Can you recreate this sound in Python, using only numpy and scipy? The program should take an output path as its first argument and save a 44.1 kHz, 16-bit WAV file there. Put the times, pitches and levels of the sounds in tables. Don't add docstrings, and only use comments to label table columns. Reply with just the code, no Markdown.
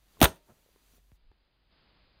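import sys
import numpy as np
from scipy import signal
from scipy.io import wavfile

SR = 44100
rng = np.random.default_rng(int(sys.argv[2]) if len(sys.argv) > 2 else 0)


def generate_wav(signal):
    frames = np.transpose(np.atleast_2d(signal))
    scaled = np.clip(frames, -1, 1) * 32767
    pcm = np.round(scaled).astype(np.int16)
    wavfile.write(sys.argv[1], SR, pcm)


N = 97020

# freq_hz, gain_db
HISS_SPECTRUM = [(20, 5.5), (100, -3), (250, -8), (600, -11.5), (1500, -14), (4000, -14.5), (5000, -15),
                 (5600, -61.5), (16000, -77)]
FIZZ_SPECTRUM = [(2000, -41), (4800, -10.5), (5700, 4.5), (8000, 1), (15500, 3), (16200, -22.5)]
RUMBLE_SPECTRUM = [(10, -22), (30, -6.5), (48, 6), (70, -9.5), (130, -22), (400, -41), (2000, -78.5)]
# time_s, level_db
HISS_ENVELOPE = [(0, -73.5), (.15, -67), (.42, -72), (.55, -72), (.97, -68.5), (1.02, -76), (1.69, -73.5),
                 (1.73, -65.5), (2.2, -67)]
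FIZZ_ENVELOPE = [(0, -79.5), (.16, -71), (.42, -79.5), (.47, -74), (.75, -76.5), (.97, -70), (1.0, -80),
                 (1.16, -80), (1.19, -104), (2.2, -104)]
RUMBLE_ENVELOPE = [(0, -73.5), (.4, -80), (.75, -83.5), (.95, -74), (1.1, -71), (1.4, -72), (1.6, -79),
                   (1.75, -73), (2.2, -75)]
HUM_ENVELOPE = [(0, -69), (.7, -78), (.95, -65.5), (1.1, -64), (1.2, -80), (2.2, -80.5)]
# time_s, level_db
RUSH_ENVELOPE = [(0, -92), (.12, -86), (.18, -66), (.2, -50), (.215, -40), (.235, -32), (.26, -40),
                 (.30, -51), (.35, -68.5), (.42, -96.5)]
# freq_hz, gain_db
RUSH_SPECTRUM = [(20, -24), (55, 0), (100, -1.5), (180, 2.5), (400, -6), (900, -15), (2500, -36.5),
                 (8000, -61)]
# start_s, pitch_hz, level_db, decay_s
CREAKS_AND_TICKS = [(.171, 1090, -56.5, 0.0034), (.494, 599, -58, 0.0059), (.503, 219.5, -52, 0.0044),
                    (.511, 1308, -62, .003), (.520, 150.1, -54.5, 0.0061), (.662, 515, -59.5, 0.0023),
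                    (.689, 452.7, -61, 0.0034), (.760, 431, -50.5, .002), (.935, 237.8, -63, 0.011),
                    (.98, 170, -64.5, .01), (1.1172, 1000, -53.5, .0007), (1.1176, 2498, -56.5, .0005),
                    (1.3160, 399.5, -54, .002), (1.3172, 850, -56, .0015)]
# freq_hz, gain_db
GRIT_SPECTRUM = [(100, -2.5), (600, 6.5), (1500, -8.5), (4000, -28), (12000, -65)]
# start_s, body_db, treble_db, decay_s
WALL_BUCKLES = [(.1925, -60, -56.5, 0.0013), (.2040, -34, -37.5, 0.0014), (0.2066, -43.5, -37, 0.0013),
                (0.2153, -6, -6, .0006), (.2220, -22, -22, 0.002), (.2277, -8, -12.5, 0.0012),
                (.2305, -19.5, -18.5, .0015), (.2385, -21.5, -23, .0015), (.2420, -16, -13.5, 0.0022),
                (0.2444, -17.5, -17, .001), (0.248, -16.5, -20.5, .0016), (.2562, -11.5, -24, 0.0011)]
# time_s, body_db, treble_db
CRUMPLE_ENVELOPE = [(.19, -90.5, -100), (.206, -68, -54.5), (.214, -46.5, -55), (.217, -27, -32.5),
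                    (.226, -24, -35), (.229, -22, -21), (.247, -22.5, -26), (.257, -22.5, -31),
                    (.263, -39, -47.5), (.29, -53, -56), (.32, -77.5, -74.5), (.365, -63.5, -68),
                    (.41, -94.5, -100)]
# freq_hz, gain_db
BODY_SPECTRUM = [(60, -32), (250, -6.5), (450, 0), (700, 1), (1100, 0), (1600, -1), (2200, -4.5),
                 (2900, -2.5), (3800, -3), (4600, -14), (8000, -31.5), (16000, -47.5)]
TREBLE_SPECTRUM = [(500, -39), (3000, -13.5), (5200, -4.5), (6300, -0.5), (7700, -5), (9000, 4),
                   (10300, -0.5), (12000, 1.5), (15000, 4), (16500, -6.5)]
# pitch_hz, gain_db, t60_s
CAN_MODES = [(400, 3, .11), (473, -4, .1), (573, -6, .09), (647, 2, .07), (842, -4, .08), (972, 1, .06),
             (1033, -2, .06), (1291, 1, .05), (1394, -3, .07), (1740, -4, .05), (2624, 2, .04),
             (2910, -2, .04), (3231, -1, .04), (3722, -2, .04)]
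# start_s, pitch_hz, gain_db, rise_s, decay_s
LOW_BLOWS = [(0.2122, 300, -27, .002, .004), (.2172, 279.8, -2.5, 0.00061, .0038),
             (.2163, 690.4, -5, .001, .0025), (.2255, 690, -14, .003, 0.0044),
             (0.2304, 200.2, -17, .001, .005), (0.2367, 172, -14, .001, 0.0071),
             (0.2376, 419.3, -16, .001, .004), (0.2557, 400, -21.5, .001, .004),
             (.282, 75, -36, .003, .014)]
# pitch_hz, level_db, t60_s
RIM_MODES = [(168, -49, .28), (403, -66, .8), (606, -70, 1.1), (925, -65, .7)]
# time_s, level_db
SCUFF_ENVELOPE = [(.42, -100), (.48, -72.5), (.50, -58), (.515, -66), (.535, -74.5), (.6, -77.5),
                  (.66, -100)]
# freq_hz, gain_db
SCUFF_SPECTRUM = [(40, -10), (120, 2), (400, 0), (900, -3.5), (1800, -12), (3000, -24), (12000, -36)]
# tick_s, length_s (negative: before the tick), level_db, knee_s
BLIP_SWEEPS = [(1.1174, 0.037, -54, 0.0048), (1.317, -0.12, -55.5, 0.015)]
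# freq_hz, t60_s
ROOM_DECAY = [(60, 0.005), (250, 0.2354), (1000, 0.2043), (3000, 0.1843), (8000, 0.19), (16000, 0.11)]
# freq_hz, gain_db
ROOM_SPECTRUM = [(50, -8), (150, -1), (500, -2.5), (1400, -3.5), (3500, -6), (6000, 1.5), (9000, -1),
                 (15000, -2.5)]


def amp(db):
    return 10 ** (np.asarray(db) / 20)


def unit_rms(x):
    return x / np.sqrt(np.mean(x ** 2) + 1e-20)


def at_freq(points, freq_hz):
    knots_hz, values = np.transpose(points)
    return np.interp(np.log(freq_hz + 1), np.log(knots_hz + 1), values)


def envelope(points, column=1):
    rows = np.array(points)
    return amp(np.interp(np.arange(N) / SR, rows[:, 0], rows[:, column]))


def since(start_s):
    return np.maximum(np.arange(N) / SR - start_s, 0)


def colour(x, spectrum, size=4096):
    freq_hz = abs(np.fft.fftfreq(size, 1 / SR))
    log_gain = np.log(amp(at_freq(spectrum, freq_hz)))
    response = np.exp(np.conj(signal.hilbert(log_gain)))
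    taps = np.fft.ifft(response).real[:size // 2]
    return signal.oaconvolve(x, taps / np.linalg.norm(taps))[:N]


def noise(spectrum):
    return unit_rms(colour(rng.standard_normal(N), spectrum))


def background(hum_hz=47.7):
    hiss = noise(HISS_SPECTRUM) * envelope(HISS_ENVELOPE)
    fizz = noise(FIZZ_SPECTRUM) * envelope(FIZZ_ENVELOPE)
    rumble = noise(RUMBLE_SPECTRUM) * envelope(RUMBLE_ENVELOPE)
    hum = np.sqrt(2) * envelope(HUM_ENVELOPE) * np.sin(2 * np.pi * hum_hz * since(0))
    return hiss + fizz + rumble + hum


def air_rush():
    return noise(RUSH_SPECTRUM) * envelope(RUSH_ENVELOPE)


def creaks_and_ticks():
    out = np.zeros(N)
    grit = .46 * noise(GRIT_SPECTRUM)
    for start_s, pitch_hz, level_db, decay_s in CREAKS_AND_TICKS:
        t = since(start_s)
        fade = (t > 0) * np.exp(-t / decay_s)
        out += amp(level_db) * fade * (np.sin(2 * np.pi * pitch_hz * t) + grit)
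    return out


def creases(rate_per_s=2200, spread_db=5):
    sizes = amp(spread_db * np.minimum(rng.exponential(1, N), 3))
    signs = rng.choice([-1., 1.], N)
    hits = rng.random(N) < rate_per_s / SR
    return unit_rms(sizes * signs * hits)


def folding_wall(spectrum, column, click_share):
    drive = envelope(CRUMPLE_ENVELOPE, column) * creases()
    scatter = rng.choice([-1., 1.], N)
    for buckle in WALL_BUCKLES:
        start_s, gain, decay_s = buckle[0], amp(buckle[column]), buckle[-1]
        t = since(start_s)
        burst = (t > 0) * np.exp(-t / decay_s) * scatter
        drive += gain * np.sqrt(1 - click_share) * burst
        drive[round(start_s * SR)] += gain * np.sqrt(click_share * decay_s * SR / 2)
    return colour(drive, spectrum)


def can_crunch(ring_vs_body_db=-7):
    body = folding_wall(BODY_SPECTRUM, column=1, click_share=.4)
    t = np.arange(SR // 2) / SR
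    ring = np.zeros(N)
    for pitch_hz, gain_db, t60_s in CAN_MODES:
        energy = signal.oaconvolve(body ** 2, amp(-120 * t / t60_s))[:N]
        tone = np.sin(2 * np.pi * (pitch_hz * since(0) + rng.random()))
        ring += amp(gain_db) * np.sqrt(abs(energy)) * tone
    treble = folding_wall(TREBLE_SPECTRUM, column=2, click_share=.14)
    return body + amp(ring_vs_body_db) * body.std() * unit_rms(ring) + treble


def low_blows():
    out = np.zeros(N)
    for start_s, pitch_hz, gain_db, rise_s, decay_s in LOW_BLOWS:
        t = since(start_s)
        swell = (1 - np.exp(-t / rise_s)) * np.exp(-t / decay_s)
        out += amp(gain_db) * swell * np.sin(2 * np.pi * pitch_hz * t)
    return 1.1 * out


def heel_thud(start_s=.2305, level_db=-8.5, rise_s=.0029, decay_s=.013):
    start_hz, end_hz, sag_s = 109, 48, .01
    t = since(start_s)
    cycles = end_hz * t + (start_hz - end_hz) * sag_s * (1 - np.exp(-t / sag_s))
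    swell = (1 - np.exp(-t / rise_s)) * np.exp(-t / decay_s)
    return -amp(level_db) * swell * np.sin(2 * np.pi * cycles)


def rim_ring(start_s=.256):
    t = since(start_s)
    return sum(amp(level_db - 60 * t / t60_s) * np.sin(2 * np.pi * pitch_hz * t)
               for pitch_hz, level_db, t60_s in RIM_MODES)


def scuff():
    return envelope(SCUFF_ENVELOPE) * unit_rms(colour(creases(), SCUFF_SPECTRUM))


def blips(edge_s=.002):
    out = np.zeros(N)
    for tick_s, length_s, level_db, knee_s in BLIP_SWEEPS:
        distance_s = np.maximum((np.arange(N) / SR - tick_s) * np.sign(length_s), 0)
        swell = (1 - np.exp(-distance_s / edge_s)) * np.exp(-(distance_s / length_s) ** 4)
        cycles = 1.465 * np.log1p(distance_s / knee_s)
        out += amp(level_db) * swell * np.sin(2 * np.pi * cycles)
    return out


def room(x, level_db=-19, build_s=.0076, size=256):
    freq_hz, t, bands = signal.stft(rng.standard_normal(SR // 2), SR, nperseg=size)
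    fade_db = -60 * t / at_freq(ROOM_DECAY, freq_hz)[:, None]
    colour_db = at_freq(ROOM_SPECTRUM, freq_hz)[:, None]
    tail = signal.istft(bands * amp(fade_db + colour_db), SR, nperseg=size)[1]
    tail *= np.minimum(np.arange(len(tail)) / SR / build_s, 1) ** 2
    return amp(level_db) * signal.fftconvolve(x, tail / np.linalg.norm(tail))[:N]


def scene():
    stomp = can_crunch() + rim_ring() + heel_thud() + low_blows()
    direct = stomp + creaks_and_ticks() + air_rush() + scuff()
    return (direct + room(direct) + blips() + background())[None]


def record(dry):
    low_cut_hz, high_cut_hz, ceiling = 15, 16100, .62
    thinned = signal.lfilter(*signal.butter(2, low_cut_hz, "high", fs=SR), dry)
    rounded = ceiling * np.tanh(thinned / ceiling)
    lowpass = signal.firwin(255, high_cut_hz, window=("kaiser", 9), fs=SR)
    return signal.oaconvolve(rounded, lowpass[None], "same")


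dry = scene()
out = record(dry)
generate_wav(out)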